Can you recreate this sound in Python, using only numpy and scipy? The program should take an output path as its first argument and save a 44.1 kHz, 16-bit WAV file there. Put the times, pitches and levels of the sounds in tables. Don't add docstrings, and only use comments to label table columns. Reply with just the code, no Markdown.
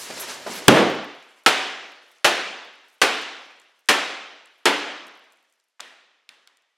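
import sys
import numpy as np
from scipy import signal
from scipy.io import wavfile
from scipy.ndimage import uniform_filter1d

SR = 44100
rng = np.random.default_rng(int(sys.argv[2]) if len(sys.argv) > 2 else 0)


def generate_wav(sig):
    pcm = np.round(np.clip(np.atleast_2d(sig).T, -1, 1) * 32767).astype(np.int16)
    wavfile.write(sys.argv[1], SR, pcm)


N = 298557

# start_s, strength_db, tilt_db_per_octave, dent_hz, dent_db, sheet_t60_factor
BLOWS = [(.682, 7.5, -1.5, 684, -20, 2.58), (1.4619, 5, 0, 1282, -16.5, 1.06),
         (2.245, 4, 0.06, 1798, -20, 1.28), (3.016, 3.5, 0, 1560, -16.5, 1.13),
         (3.8876, 4, 0.18, 753, -22, 1.19), (4.6555, 3.5, -1, 374, -9.5, 1.24)]
# pitch_hz, level_db, t60_s
HOOD_MODES = [(134.5, -4, .3), (187.9, -8.5, 0.24), (213, -7, 0.33), (286, 1.5, 0.8), (350.6, -3, 0.49),
              (434.5, 2.5, 0.58), (493, -3.5, .4), (616, -3.5, 0.16), (677, -5.5, 0.82), (768, -7, 1),
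              (850, -2, .3), (1136, -5.5, 0.1), (1180, -6, 0.5), (1280, -10, 0.19), (1397, -6, 0.37),
              (1543, -4.5, 0.47), (1728, -1.5, 0.51), (1990, -16, .3), (2330, -8, 0.22),
              (2760, -15.5, 0.27), (3530, -15.5, 0.29), (3460, -15, 0.17)]
# frequency_hz, density_db
SHEET_SPECTRUM = [(40, -20.5), (90, -24), (200, 4.5), (450, 2), (1000, -2), (2000, -3), (3200, -5.5),
                  (4500, -12), (7000, -17.5), (10500, -22.5), (13000, -30), (16000, -38)]
# frequency_hz, t60_s
SHEET_DECAY = [(100, 0.17), (500, 0.27), (2000, .14), (6000, 0.14), (14000, 0.14)]
# start_s, peak_db, pitch_hz
BOUNCES = [(5.796, -29.5, 1300), (5.8024, -22, 1290), (5.8054, -19, 3500), (6.291, -27, 2960),
           (6.474, -36.5, 2780), (6.571, -47.5, 5450), (6.622, -60, 6500)]
# centre_hz, half_width_hz, lift_db
PART_RESONANCES = [(1860, 38, 7), (3560, 130, 2)]
# start_s, peak_db, pitch_hz
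BUMPS = [(.1, -66.5, 408), (.463, -62, 545), (.473, -62.5, 680)]
# start_s, peak_db, pitch_hz
CHIPS = [(0.9004, -38, 11500), (0.9494, -44, 10000), (1.045, -45, 11000), (1.226, -48, 6800),
         (1.436, -50, 8700), (1.9196, -55, 10450), (2.1146, -49, 11350), (2.1839, -50, 6500),
         (2.6494, -55, 10900), (2.8845, -52, 11500), (3.218, -39, 9000), (3.599, -44, 7340),
         (3.7923, -54.5, 11900), (3.8584, -54, 7500), (4.457, -46, 7780), (5.069, -39.5, 9000),
         (5.1532, -56, 9400), (5.1744, -55, 10480), (5.24, -57, 7000), (5.3226, -48, 9000),
         (5.4268, -61, 10800), (5.4994, -61.5, 8500), (5.5245, -55, 8000), (5.5994, -55.5, 5500),
         (5.64, -64.5, 10500), (5.685, -64, 9470)]
# start_s, gain_db, shake_length_s
JINGLES = [(0.198, -79.5, .016), (.533, -88, .052), (2.08, -75, .005), (2.115, -75, .005),
           (2.925, -75.5, .02), (4.579, -80, .005)]
# pitch_hz, level_db, t60_s
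CLINK_MODES = [(7935, -5.5, .05), (9200, -9, .05), (10400, -4, .06), (11000, -1, 0.15), (11570, 0, 0.1),
               (12200, -7, 0.054), (13000, -9, .05), (14600, -14, .05)]
# time_s, level_db, tilt_db_per_octave
CLOTH_MOTION = [(0, -94, 8), (.1, -81.5, -0.6), (.3, -74, -0.5), (.36, -77.5, -0.5), (.44, -110, -2),
                (.47, -77.5, -0.2), (.55, -74.5, -1), (.62, -79.5, -2.5), (1.1, -76, 3.5), (2.1, -76, 2.5),
                (2.75, -80, 2.5), (3.4, -75.5, 3.5), (3.8, -76, -0.5), (4.35, -84, 3), (5.2, -77, 1.5),
                (5.55, -78, 0.1), (5.75, -92, 1.5)]
# frequency_hz, density_db
CLOTH_SPECTRUM = [(120, -39.5), (200, -9), (311, -2), (683, -6.5), (749, -5.5), (2650, -4.5), (3560, -6),
                  (5630, -5), (11300, -15), (16000, -32)]
# frequency_hz, t60_s
ROOM_DECAY = [(80, .7), (250, 0.93), (700, 1), (2000, 1), (3500, 1), (6000, 0.92), (10000, 0.55),
              (15000, 0.45)]
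# frequency_hz, density_db
AIR_SPECTRUM = [(18, -52.5), (30, -18), (55, -14.5), (78, -3), (110, -10.5), (649, -1), (866, -2.5),
                (962, 1), (1040, -5.5), (1810, -3), (5310, -8.5), (6900, -12.5), (11100, -21), (14500, -28),
                (16000, -45)]
# frequency_hz, side_gain_db
STEREO_WIDTH = [(30, -11.5), (130, -15), (290, -19), (640, -15.5), (1400, -17.5), (2800, -21.5),
                (5000, -16), (9000, -9), (15000, -14.5)]


def mallet_blow(strength_db, tilt_db, dent_hz, dent_db, t60_factor):
    t = np.arange(round(.5 * SR)) / SR
    colour_db = lambda hz: lookup(SHEET_SPECTRUM, hz) + tilt_db * octaves(hz)
    decay_db = lambda hz, s: colour_db(hz) - 60 * s / (t60_factor * lookup(SHEET_DECAY, hz))
    panel = shaped(rng.standard_normal((2, len(t))), decay_db, size=512)
    panel[0] += gain(-27) * ringing(HOOD_MODES, t) + gain(dent_db) * ringing([(dent_hz, 0, .12)], t)
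    panel[0] += gain(-15.5 - 60 * t / .088) * np.sin(2 * np.pi * 132 * t)
    panel *= 1 - np.exp(-t / .00091)
    panel += tap(-7, 3000, t60_s=.007, q=.55, samples=len(t)) * [[1], [.4]]
    sound = gain(-9.5) * reverberation(colour_db, rise_s=.013)
    add(sound, 0, panel)
    return gain(strength_db) * sound


def ringing(modes, t):
    scatter = rng.standard_normal((len(modes), 2))
    return sum(gain(db + 3.2 * louder - 60 * t / t60_s) * np.sin(2 * np.pi * hz * (1 + .015 * detune) * t)
               for (hz, db, t60_s), (louder, detune) in zip(modes, scatter))


def tap(peak_db, hz, t60_s, q, samples=3500):
    t = np.arange(samples) / SR
    burst = rng.standard_normal((2, samples)) * gain(-60 * t / t60_s)
    resonance = signal.iirpeak(hz, max(q, hz / 15000), SR)
    body = signal.lfilter(*resonance, signal.lfilter(*resonance, burst))
    return gain(peak_db) * body / abs(body[0]).max()


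def knock(peak_db, hz, echo_db, tilt_db, t60_s, resonances=()):
    lift_db = lambda f: sum(db / (1 + ((f - centre) / width) ** 2) for centre, width, db in resonances)
    colour_db = lambda f: lookup(SHEET_SPECTRUM, f) + tilt_db * octaves(f) + lift_db(f)
    sound = gain(peak_db + echo_db) * reverberation(colour_db, rise_s=.0009)
    add(sound, 0, tap(peak_db, hz, t60_s, q=.75))
    return sound


def chips(rebound_s=.012, rebound_db=-8):
    out = np.zeros((2, N))
    for start_s, peak_db, hz in CHIPS:
        add(out, start_s, tap(peak_db, hz, t60_s=.014, q=1.4))
        skip_s = start_s + rebound_s * (.5 + rng.random())
        add(out, skip_s, tap(peak_db + rebound_db, hz, t60_s=.014, q=1.4))
    return out


def crumbs(per_blow=70, settle_s=.95, faintest_db=-76.5):
    out = np.zeros((2, N))
    for start_s, *_ in BLOWS:
        for delay, size, pitch in rng.random((per_blow, 3)):
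            tick = tap(faintest_db + 18 * size ** 3, 6500 + 5500 * pitch, t60_s=.016, q=1.8)
            add(out, start_s + settle_s * delay, tick)
    return out


def jingle(gain_db, length_s, gap_s=.007):
    t = np.arange(4000) / SR
    out = np.zeros(round(length_s * SR) + 5000)
    for delay_s in np.arange(0, length_s, gap_s):
        clink = ringing(CLINK_MODES, t) * (1 - np.exp(-t / .0006))
        rub = tap(13, 10500, t60_s=.09, q=1.3, samples=len(t))[0]
        jitter_s = gap_s * rng.random() * (delay_s > 0)
        add(out, delay_s + jitter_s, (clink + rub) * gain(-90 * delay_s))
    return gain(gain_db) * out


def rustle(swish_db=4, lead_s=.11, width_s=.07):
    times_s, level_db, tilt_db = np.transpose(CLOTH_MOTION)
    patches = rng.standard_normal((129, N // 64 + 2))
    patches = unit_rms(uniform_filter1d(uniform_filter1d(patches, 8, axis=0), 14, axis=1))
    creases = unit_rms(uniform_filter1d(rng.standard_normal(N // 64 + 2), 18))
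    spectrum_rms = np.sqrt(np.mean(gain(lookup(CLOTH_SPECTRUM, np.fft.rfftfreq(256, 1 / SR))) ** 2))

    def friction_db(hz, t):
        colour_db = lookup(CLOTH_SPECTRUM, hz) + np.interp(t, times_s, tilt_db) * octaves(hz)
        sleeve_db = sum(swish_db * np.exp(-((t - hit_s + lead_s) / width_s) ** 2)
                        for hit_s, *_ in BLOWS[1:])
        texture_db = 1.4 * patches[:, :len(t)] + 1.9 * creases[:len(t)]
        return np.interp(t, times_s, level_db) + colour_db + sleeve_db + texture_db

    return shaped(rng.standard_normal((2, N)), friction_db) / spectrum_rms


def reverberation(colour_db, rise_s):
    noise = rng.standard_normal((2, round(1.5 * SR)))
    clumps_db = rng.standard_normal((257, 600))
    clumps_db = unit_rms(uniform_filter1d(uniform_filter1d(clumps_db, 5, axis=0), 10, axis=1))
    reflected_db = lambda hz: colour_db(hz) - 2.8 * np.maximum(octaves(hz) - 1.3, 0)
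    tail_db = lambda hz, t: reflected_db(hz) + clumps_db[:, :len(t)] - 60 * t / lookup(ROOM_DECAY, hz)
    tail = shaped(noise, tail_db, size=512)
    return tail * (1 - np.exp(-np.arange(tail.shape[1]) / SR / rise_s))


def room_tone(level_db=-81):
    air = shaped(rng.standard_normal((2, N)), lambda hz, t: lookup(AIR_SPECTRUM, hz), size=2048)
    return gain(level_db) * unit_rms(air)


def gain(db):
    return 10 ** (np.asarray(db) / 20)


def unit_rms(x):
    return x / np.sqrt(np.mean(x ** 2) + 1e-20)


def lookup(table, hz):
    table_hz, values = np.transpose(table)
    return np.interp(np.log(hz + 1), np.log(table_hz + 1), values)


def octaves(hz):
    return np.log2((hz + 40) / 1500)


def add(mix, start_s, sound):
    part = mix[..., round(start_s * SR):][..., :sound.shape[-1]]
    part += sound[..., :part.shape[-1]]


def shaped(x, db_of, size=256):
    frames = dict(fs=SR, nperseg=size, noverlap=size * 3 // 4)
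    hz, t, spectra = signal.stft(x, **frames)
    return signal.istft(spectra * gain(db_of(hz[:, None], t)), **frames)[1][..., :x.shape[-1]]


def smoothed(x, lag_s):
    pole = np.exp(-1 / (lag_s * SR))
    return signal.lfilter([1 - pole], [1, -pole], x)


def highpass(x, hz, order=1):
    return signal.lfilter(*signal.butter(order, hz, "high", fs=SR), x)


def scene():
    mix = rustle() + room_tone() + crumbs()
    for start_s, *stroke in BLOWS:
        add(mix, start_s, mallet_blow(*stroke))
    mix += chips()
    for start_s, gain_db, length_s in JINGLES:
        add(mix[0], start_s, jingle(gain_db, length_s))
    for start_s, peak_db, hz in BUMPS:
        add(mix, start_s, knock(peak_db, hz, echo_db=-11.5, tilt_db=-2.6, t60_s=.11))
    for start_s, peak_db, hz in BOUNCES:
        bounce = knock(peak_db, hz, echo_db=-14.5, tilt_db=.5, t60_s=.011, resonances=PART_RESONANCES)
        add(mix, start_s, bounce)
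    mid = mix[0]
    side = shaped(mix[1], lambda hz, t: lookup(STEREO_WIDTH, hz), size=1024)
    side -= .1 * signal.lfilter(*signal.butter(1, 500, fs=SR), mid)
    return np.array([mid + side, mid - side])


def record(dry, quiet_gain_db=40, trigger_db=-30, limit_db=-11, band_limit_hz=16360):
    miked = highpass(dry, 110, order=2)
    triggered = 1. * (np.maximum.accumulate(abs(miked).max(0)) > gain(trigger_db))
    since_trigger_s = np.cumsum(triggered) / SR
    unfiltered = np.clip(1 - (since_trigger_s - .06) / .5, 0, 1) ** .59
    mid, side = (miked[0] + miked[1]) / 2, (miked[0] - miked[1]) / 2
    thin_mid = highpass(highpass(mid, 1100), 150)
    thin_side = signal.sosfiltfilt(signal.butter(7, 2900, "high", fs=SR, output="sos"), side)
    mid = thin_mid + unfiltered * (mid - thin_mid)
    side = thin_side + unfiltered ** 1.9 * (side - thin_side)
    excess_db = np.maximum(10 * np.log10(smoothed(mid ** 2, lag_s=.013) + 1e-12) - limit_db, 0)
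    gain_db = quiet_gain_db * (1 - smoothed(triggered, lag_s=.00095)) - .92 * excess_db
    out = np.array([mid + side, mid - side]) * gain(gain_db)
    out = np.clip(out + .013 * out ** 2, -1, 1)
    lowpass = signal.firwin(511, band_limit_hz, window=("kaiser", 12), fs=SR)
    return signal.oaconvolve(out, lowpass[None], "same")


dry = scene()
out = record(dry)
generate_wav(out)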